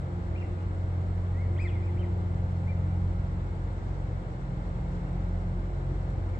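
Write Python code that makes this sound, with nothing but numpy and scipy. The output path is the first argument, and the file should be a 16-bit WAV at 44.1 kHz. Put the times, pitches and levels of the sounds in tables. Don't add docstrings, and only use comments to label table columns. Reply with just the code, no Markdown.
import sys
import numpy as np
from scipy import signal
from scipy.fft import rfft, irfft
from scipy.io import wavfile

SR = 44100
rng = np.random.default_rng(int(sys.argv[2]) if len(sys.argv) > 2 else 0)


def store_wav(level_fs):
    pcm = np.round(np.clip(np.atleast_2d(level_fs), -1, 1) * 32767)
    wavfile.write(sys.argv[1], SR, pcm.T.astype(np.int16))


N = 281799
TIME_S = np.arange(N) / SR
BINS_HZ = np.maximum(np.fft.rfftfreq(N, 1 / SR), 1)
LEFT_BANK_LEAD_MS = .44

# time_s, level_db
FIRING_FADE = [(0.0, -46), (1.4, -39), (2.8, -41.5), (3.1, -36), (4.2, -36), (4.4, -41), (4.65, -35.5),
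               (5.3, -33), (6.39, -34.5)]
FIRING_OCTAVE_FADE = [(0.0, -35.5), (1.41, -28.5), (2.31, -30.5), (3.06, -28), (3.24, -33.5), (4.18, -37),
                      (4.5, -56), (4.61, -38.5), (5.07, -42), (5.3, -32.5), (5.64, -38), (6.39, -32.5)]
# firing_multiple, level_db
THROB_ORDERS = [(3 / 2, -46), (5 / 2, -46.5), (3, -46.5)]
# firing_multiple, level_db
IMBALANCE_ORDERS = [(7 / 6, -56), (5 / 3, -53), (11 / 6, -57), (13 / 6, -56.5), (7 / 3, -56.5)]
# freq_hz, density_db_per_hz
RUMBLE_SPECTRUM = [(12, -94), (24, -74.5), (42, -59), (90, -62), (135, -62), (165, -64.5), (195, -69.5),
                   (230, -70), (280, -80.5), (450, -105), (900, -170)]
# pitch_hz, level_db
MACHINE_HUMS = [(58.5, -47), (117.1, -49), (305.5, -58.5), (313.6, -56.5), (359, -63)]
# time_s, pitch_hz, level_db
HUNTING_HUM = [(0, 135, -41), (.35, 133, -56), (1.2, 135, -51.5), (1.5, 135.7, -55.5), (2.3, 136, -47),
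               (3.55, 135, -41.5), (4.25, 138, -58), (4.5, 136, -40), (4.7, 137.6, -48), (5.0, 138.4, -40),
               (5.6, 134.5, -49), (5.85, 136, -40), (6.39, 137, -45)]
# time_s, level_db
HORN_ROOT_FADE = [(0.0, -48), (0.16, -42), (0.75, -48), (1.1, -42), (1.4, -46), (2.37, -40.5),
                  (3.15, -40.5), (3.75, -48.5), (4.3, -47), (4.52, -41), (5.0, -39), (5.55, -39.5),
                  (5.9, -48.5), (6.12, -41), (6.23, -59), (6.39, -52)]
HORN_OCTAVE_FADE = [(0.0, -53), (0.34, -46), (0.75, -60.5), (1.25, -59), (1.6, -49), (2.1, -44.5),
                    (2.5, -56.5), (2.9, -67), (3.11, -52), (3.4, -59), (5.15, -59.5), (5.5, -54),
                    (5.92, -50), (6.16, -59), (6.39, -63)]
# freq_hz, correlation
EAR_CORRELATION = [(60, 0.76), (170, 1), (300, 0.56), (540, 0.78), (680, 0.21), (880, 0.6), (1150, -0.16),
                   (1500, -0.78), (1850, -0.13), (8000, -0.0053)]
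# freq_hz, density_db_per_hz
WASH_SPECTRUM = [(150, -83.5), (310, -73), (520, -74.5), (780, -76.5), (1100, -83), (1450, -82),
                 (1830, -90.5), (2150, -88.5), (2450, -99.5), (3700, -101), (4300, -102.5), (5000, -108.5),
                 (5550, -104.5), (6250, -113), (7200, -106), (8100, -109), (9200, -132), (15000, -134)]
# time_s, gain_db
WASH_GAIN = [(0, 0), (2, 0), (3.6, -0.1), (4.5, -0.3), (4.93, 0.9), (5.2, .6), (5.6, -0.1), (6.39, 0.6)]
# freq_hz, power_share
LEFT_BANK_SHARE = [(200, 0.0059), (500, 0.021), (1000, 0.21), (2100, 0.28), (8000, 0.16)]
# freq_hz, left_minus_right_db
WASH_BALANCE = [(200, -3.5), (320, 3.5), (550, -1), (1400, -0.4), (1850, 2), (2200, 1), (2550, 10.5),
                (3700, 6.5), (5200, -0.1), (6800, 3), (8000, 6.5)]
# crest_s, half_width_s, level_db
WAVELETS = [(0.599, .2, -80), (2.95, .12, -79.5), (3.8, 0.21, -77), (4.137, .05, -75),
            (4.65, 0.0925, -76.5), (4.92, .13, -79)]
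# freq_hz, relative_db
FIZZ_SPECTRUM = [(1500, -13.5), (3300, -0.5), (5500, 0), (7500, -6), (8400, -11.5), (9300, -29.5)]
# top_s, rise_s, fall_s, top_hz, pointedness (1 = round), level_db, accent_db, flutter_db,
# right_lead_ms
CHIRP_ARCHES = [ (0.389, 0.040, 0.046, 2760, .6, -50.5, 1, 3, .58),
                (0.442, 0.016, 0.016, 2070, 1, -57, -1, 2.8, 0.54),
                (1.425, .085, 0.047, 2200, 3.7, -53.5, 0, 2.5, 0.042),
                (2.002, .042, .056, 3137, 2.0, -53, -0.5, 1.5, .05),
                (2.695, .034, 0.046, 2415, 1.4, -55.5, 5, 1.4, .58),
                (6.336, 0.021, 0.031, 2370, 1.4, -59, 0, 2.5, .58)]
# freq_hz, gain_db, left_minus_right_db
BIRD_EQ = [(1770, -10, -1), (2060, -1.5, 2.5), (2320, -6, 6.5), (2460, -5, 4.5), (2620, -9.5, 1),
           (3150, -5.5, -3), (3520, -9.5, 1.5), (3850, -14.5, 0), (4900, -8.5, -1), (6200, -20.5, -1.5),
           (7500, -8.5, 6.5)]
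# delay_s, level_db, t60_s
SHORE_ECHOES = [(0, -6, .35), (0, -8, .85), (.055, -14, .07), (0.224, -12, 0.15)]


def from_db(db):
    return 10 ** (np.asarray(db) / 20)


def unit_rms(x):
    return x / np.sqrt(np.mean(x ** 2) + 1e-20)


def over_time(rows):
    time_s, *columns = np.transpose(rows)
    return [np.interp(TIME_S, time_s, column) for column in columns]


def over_bins(rows):
    freq_hz, value = np.transpose(rows)
    return np.interp(np.log(BINS_HZ), np.log(freq_hz), value)


def pan(left_minus_right_db):
    return from_db(np.array([[.5], [-.5]]) * left_minus_right_db)


def from_left(lead_ms):
    return np.exp(-2j * np.pi * BINS_HZ * lead_ms * 1e-3 * np.array([[0], [1]]))


def from_right(x, lead_ms):
    return np.array([x, np.interp(TIME_S + lead_ms * 1e-3, TIME_S, x)])


def drift(rate_hz):
    hop = 100
    pole = np.exp(-2 * np.pi * rate_hz * hop / SR)
    slow = signal.lfilter([1], [1, -2 * pole, pole * pole], rng.standard_normal(2 * N // hop))
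    slow = unit_rms(slow[-(N // hop + 2):])
    return np.interp(np.arange(N) / hop, np.arange(len(slow)), slow)


def white_spectra(channels):
    return rfft(rng.standard_normal((channels, N))) * np.sqrt(SR / 2)


def open_air():
    mid, side = white_spectra(2)
    alike = np.clip(over_bins(EAR_CORRELATION), -1, 1)
    return np.sqrt((1 + alike) / 2) * mid + np.sqrt((1 - alike) / 2) * side * [[1], [-1]]


def far_tone(cycles, level_db, scatter, rate_hz):
    phase = 2 * np.pi * (cycles % 1)
    in_phase = (1 + scatter * drift(rate_hz)) * np.sin(phase)
    quadrature = scatter * drift(rate_hz) * np.cos(phase)
    return from_db(level_db) * unit_rms(in_phase + quadrature)


def diesel(firing_hz=45.01, sag_hz_per_s=.02, wander_hz=.015):
    cycles = np.cumsum(firing_hz - sag_hz_per_s * TIME_S + wander_hz * drift(.38)) / SR
    firing_db, = over_time(FIRING_FADE)
    octave_db, = over_time(FIRING_OCTAVE_FADE)
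    tones = far_tone(cycles, firing_db, scatter=.035, rate_hz=3.6)
    tones += far_tone(2 * cycles, octave_db, scatter=.017, rate_hz=1)
    for multiple, level_db in THROB_ORDERS:
        tones += far_tone(multiple * cycles, level_db, scatter=.4, rate_hz=.5)
    for multiple, level_db in IMBALANCE_ORDERS:
        tones += far_tone(multiple * cycles + rng.random(), level_db, scatter=.2, rate_hz=.7)
    rumble = irfft(open_air() * from_db(over_bins(RUMBLE_SPECTRUM)), N)
    return tones + rumble


def machines():
    hunting_hz, hunting_db = over_time(HUNTING_HUM)
    steady = sum(far_tone(hz * TIME_S, db, scatter=.63, rate_hz=.9) for hz, db in MACHINE_HUMS)
    return steady + far_tone(np.cumsum(hunting_hz) / SR, hunting_db, scatter=.13, rate_hz=1.7)


def horn(pitch_hz=175.63, third_db=-60):
    cycles = pitch_hz * TIME_S
    root_db, = over_time(HORN_ROOT_FADE)
    octave_db, = over_time(HORN_OCTAVE_FADE)
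    root = far_tone(cycles, root_db, scatter=.07, rate_hz=3)
    octave = far_tone(2 * cycles, octave_db, scatter=.25, rate_hz=3.7)
    third = far_tone(3 * cycles, third_db, scatter=.97, rate_hz=4)
    side = far_tone(2 * cycles + rng.random(), octave_db - 8.5, scatter=.67, rate_hz=3.3)
    return root + octave + third + side * [[1], [-1]]


def wash():
    swell_db, = over_time(WASH_GAIN)
    share = over_bins(LEFT_BANK_SHARE)
    all_round = np.sqrt(1 - share) * open_air()
    left_bank = np.sqrt(share) * white_spectra(1) * from_left(LEFT_BANK_LEAD_MS)
    colour = from_db(over_bins(WASH_SPECTRUM)) * pan(over_bins(WASH_BALANCE))
    return from_db(swell_db) * irfft((all_round + left_bank) * colour, N)


def whine(centre_hz=7990, half_width_hz=70, peak_db_per_hz=-102, pan_db=9):
    band = from_db(peak_db_per_hz) / (1 + ((BINS_HZ - centre_hz) / half_width_hz) ** 2)
    return pan(pan_db) * irfft(white_spectra(1) * from_left(LEFT_BANK_LEAD_MS) * band, N)


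def lapping(ripple_db=-79.5, grains_per_s=2300, grain_spread_db=3, flutter_db=4, flutter_hz=9):
    power = from_db(ripple_db) ** 2
    for crest_s, half_width_s, level_db in WAVELETS:
        power = power + from_db(level_db) ** 2 * np.exp(-((TIME_S - crest_s) / half_width_s) ** 2)
    onsets = rng.random((2, N)) < grains_per_s / SR
    sizes = from_db(grain_spread_db * np.minimum(rng.exponential(1, (2, N)), 3))
    grains = onsets * sizes * rng.choice([-1, 1], (2, N))
    fizz = unit_rms(irfft(rfft(grains) * from_db(over_bins(FIZZ_SPECTRUM)), N))
    return fizz * np.sqrt(power) * unit_rms(from_db(flutter_db * drift(flutter_hz)))


def chirps(rest_hz=1903, octave_db=-22.5, waver=.014, edge_exponent=.19):
    out = np.zeros((2, N))
    detune, flutter = 1 + waver * drift(80), drift(82)
    for top_s, rise_s, fall_s, top_hz, pointedness, db, accent_db, flutter_db, lead_ms in CHIRP_ARCHES:
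        start_s, end_s = top_s - rise_s, top_s + fall_s
        on = (TIME_S > start_s) & (TIME_S < end_s)
        arch = np.sin(np.interp(TIME_S[on], [start_s, top_s, end_s], [0, np.pi / 2, np.pi]))
        height = arch ** pointedness
        pitch_hz = (rest_hz + (top_hz - rest_hz) * height) * detune[on]
        phase = 2 * np.pi * np.cumsum(pitch_hz) / SR
        whistle = np.sin(phase) + from_db(octave_db) * np.sin(2 * phase)
        gain = from_db(db + accent_db * height + flutter_db * flutter[on])
        call = np.zeros(N)
        call[on] = np.sqrt(2) * gain * arch ** edge_exponent * whistle
        out += from_right(call, lead_ms)
    return out


def shore(x):
    response = np.zeros((2, SR))
    for delay_s, level_db, t60_s in SHORE_ECHOES:
        age_s = TIME_S[:SR] - delay_s
        tail = rng.standard_normal((2, SR)) * (age_s >= 0) * from_db(-60 * np.abs(age_s) / t60_s)
        response += from_db(level_db) * tail / np.sqrt(np.sum(tail ** 2) / 2)
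    return signal.fftconvolve(x, response, axes=1)[:, :N]


def squeal(top_s=1.626, rise_s=.047, fall_s=.055, rest_hz=1816, top_hz=5056):
    break_hz, break_width_hz, beak_hz, beak_width_hz = 3590, 90, 7600, 260
    unbroken_db, tilt_db_per_octave, broken_db, octave_db = -50, 7.5, -43, -16
    threshold, waver, flutter_db, octave_flutter_db, fall_accent_db = .045, .017, 2.5, 4, .6
    t_s = TIME_S - top_s
    effort = np.where(t_s < 0, np.exp(-np.abs(t_s / rise_s) ** 3), 1 / (1 + np.abs(t_s / fall_s) ** 2.4))
    gate = np.clip(effort / threshold - 1, 0, 1)
    unbroken_hz = rest_hz + (top_hz - rest_hz) * effort
    broken_hz = unbroken_hz / 2 * (1 + waver * drift(115))
    phase = 2 * np.pi * np.cumsum(broken_hz) / SR
    tilt_db = tilt_db_per_octave * np.log2(unbroken_hz / break_hz)
    unbroken = from_db(unbroken_db + tilt_db) * np.sin(2 * phase)
    broken = np.sin(phase) + from_db(octave_db + octave_flutter_db * drift(72)) * np.sin(2 * phase)
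    for harmonic, peak_db in ((3, -16), (4, -22)):
        resonance = from_db(peak_db) / (1 + ((harmonic * broken_hz - beak_hz) / beak_width_hz) ** 2)
        broken += resonance * np.sin(harmonic * phase)
    broken_share = .5 + .5 * np.tanh((unbroken_hz - break_hz) / break_width_hz)
    voice = (1 - broken_share) * unbroken + broken_share * from_db(broken_db) * broken
    gain = from_db(flutter_db * drift(110) + fall_accent_db * np.tanh(t_s / fall_s))
    return from_right(np.sqrt(2) * voice * gate * gain, lead_ms=.04)


def birds():
    eq = np.array(BIRD_EQ)
    ears = from_db(over_bins(eq[:, [0, 1]])) * pan(over_bins(eq[:, [0, 2]]))
    direct = irfft(rfft(chirps() + squeal()) * ears, N)
    return direct + shore(direct)


def scene():
    return diesel() + machines() + horn() + birds() + wash() + lapping() + whine()


def record(dry):
    stop_hz, rejection_db = 16300, 60
    return signal.sosfilt(signal.cheby2(14, rejection_db, stop_hz, fs=SR, output="sos"), dry)


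dry = scene()
out = record(dry)
store_wav(out)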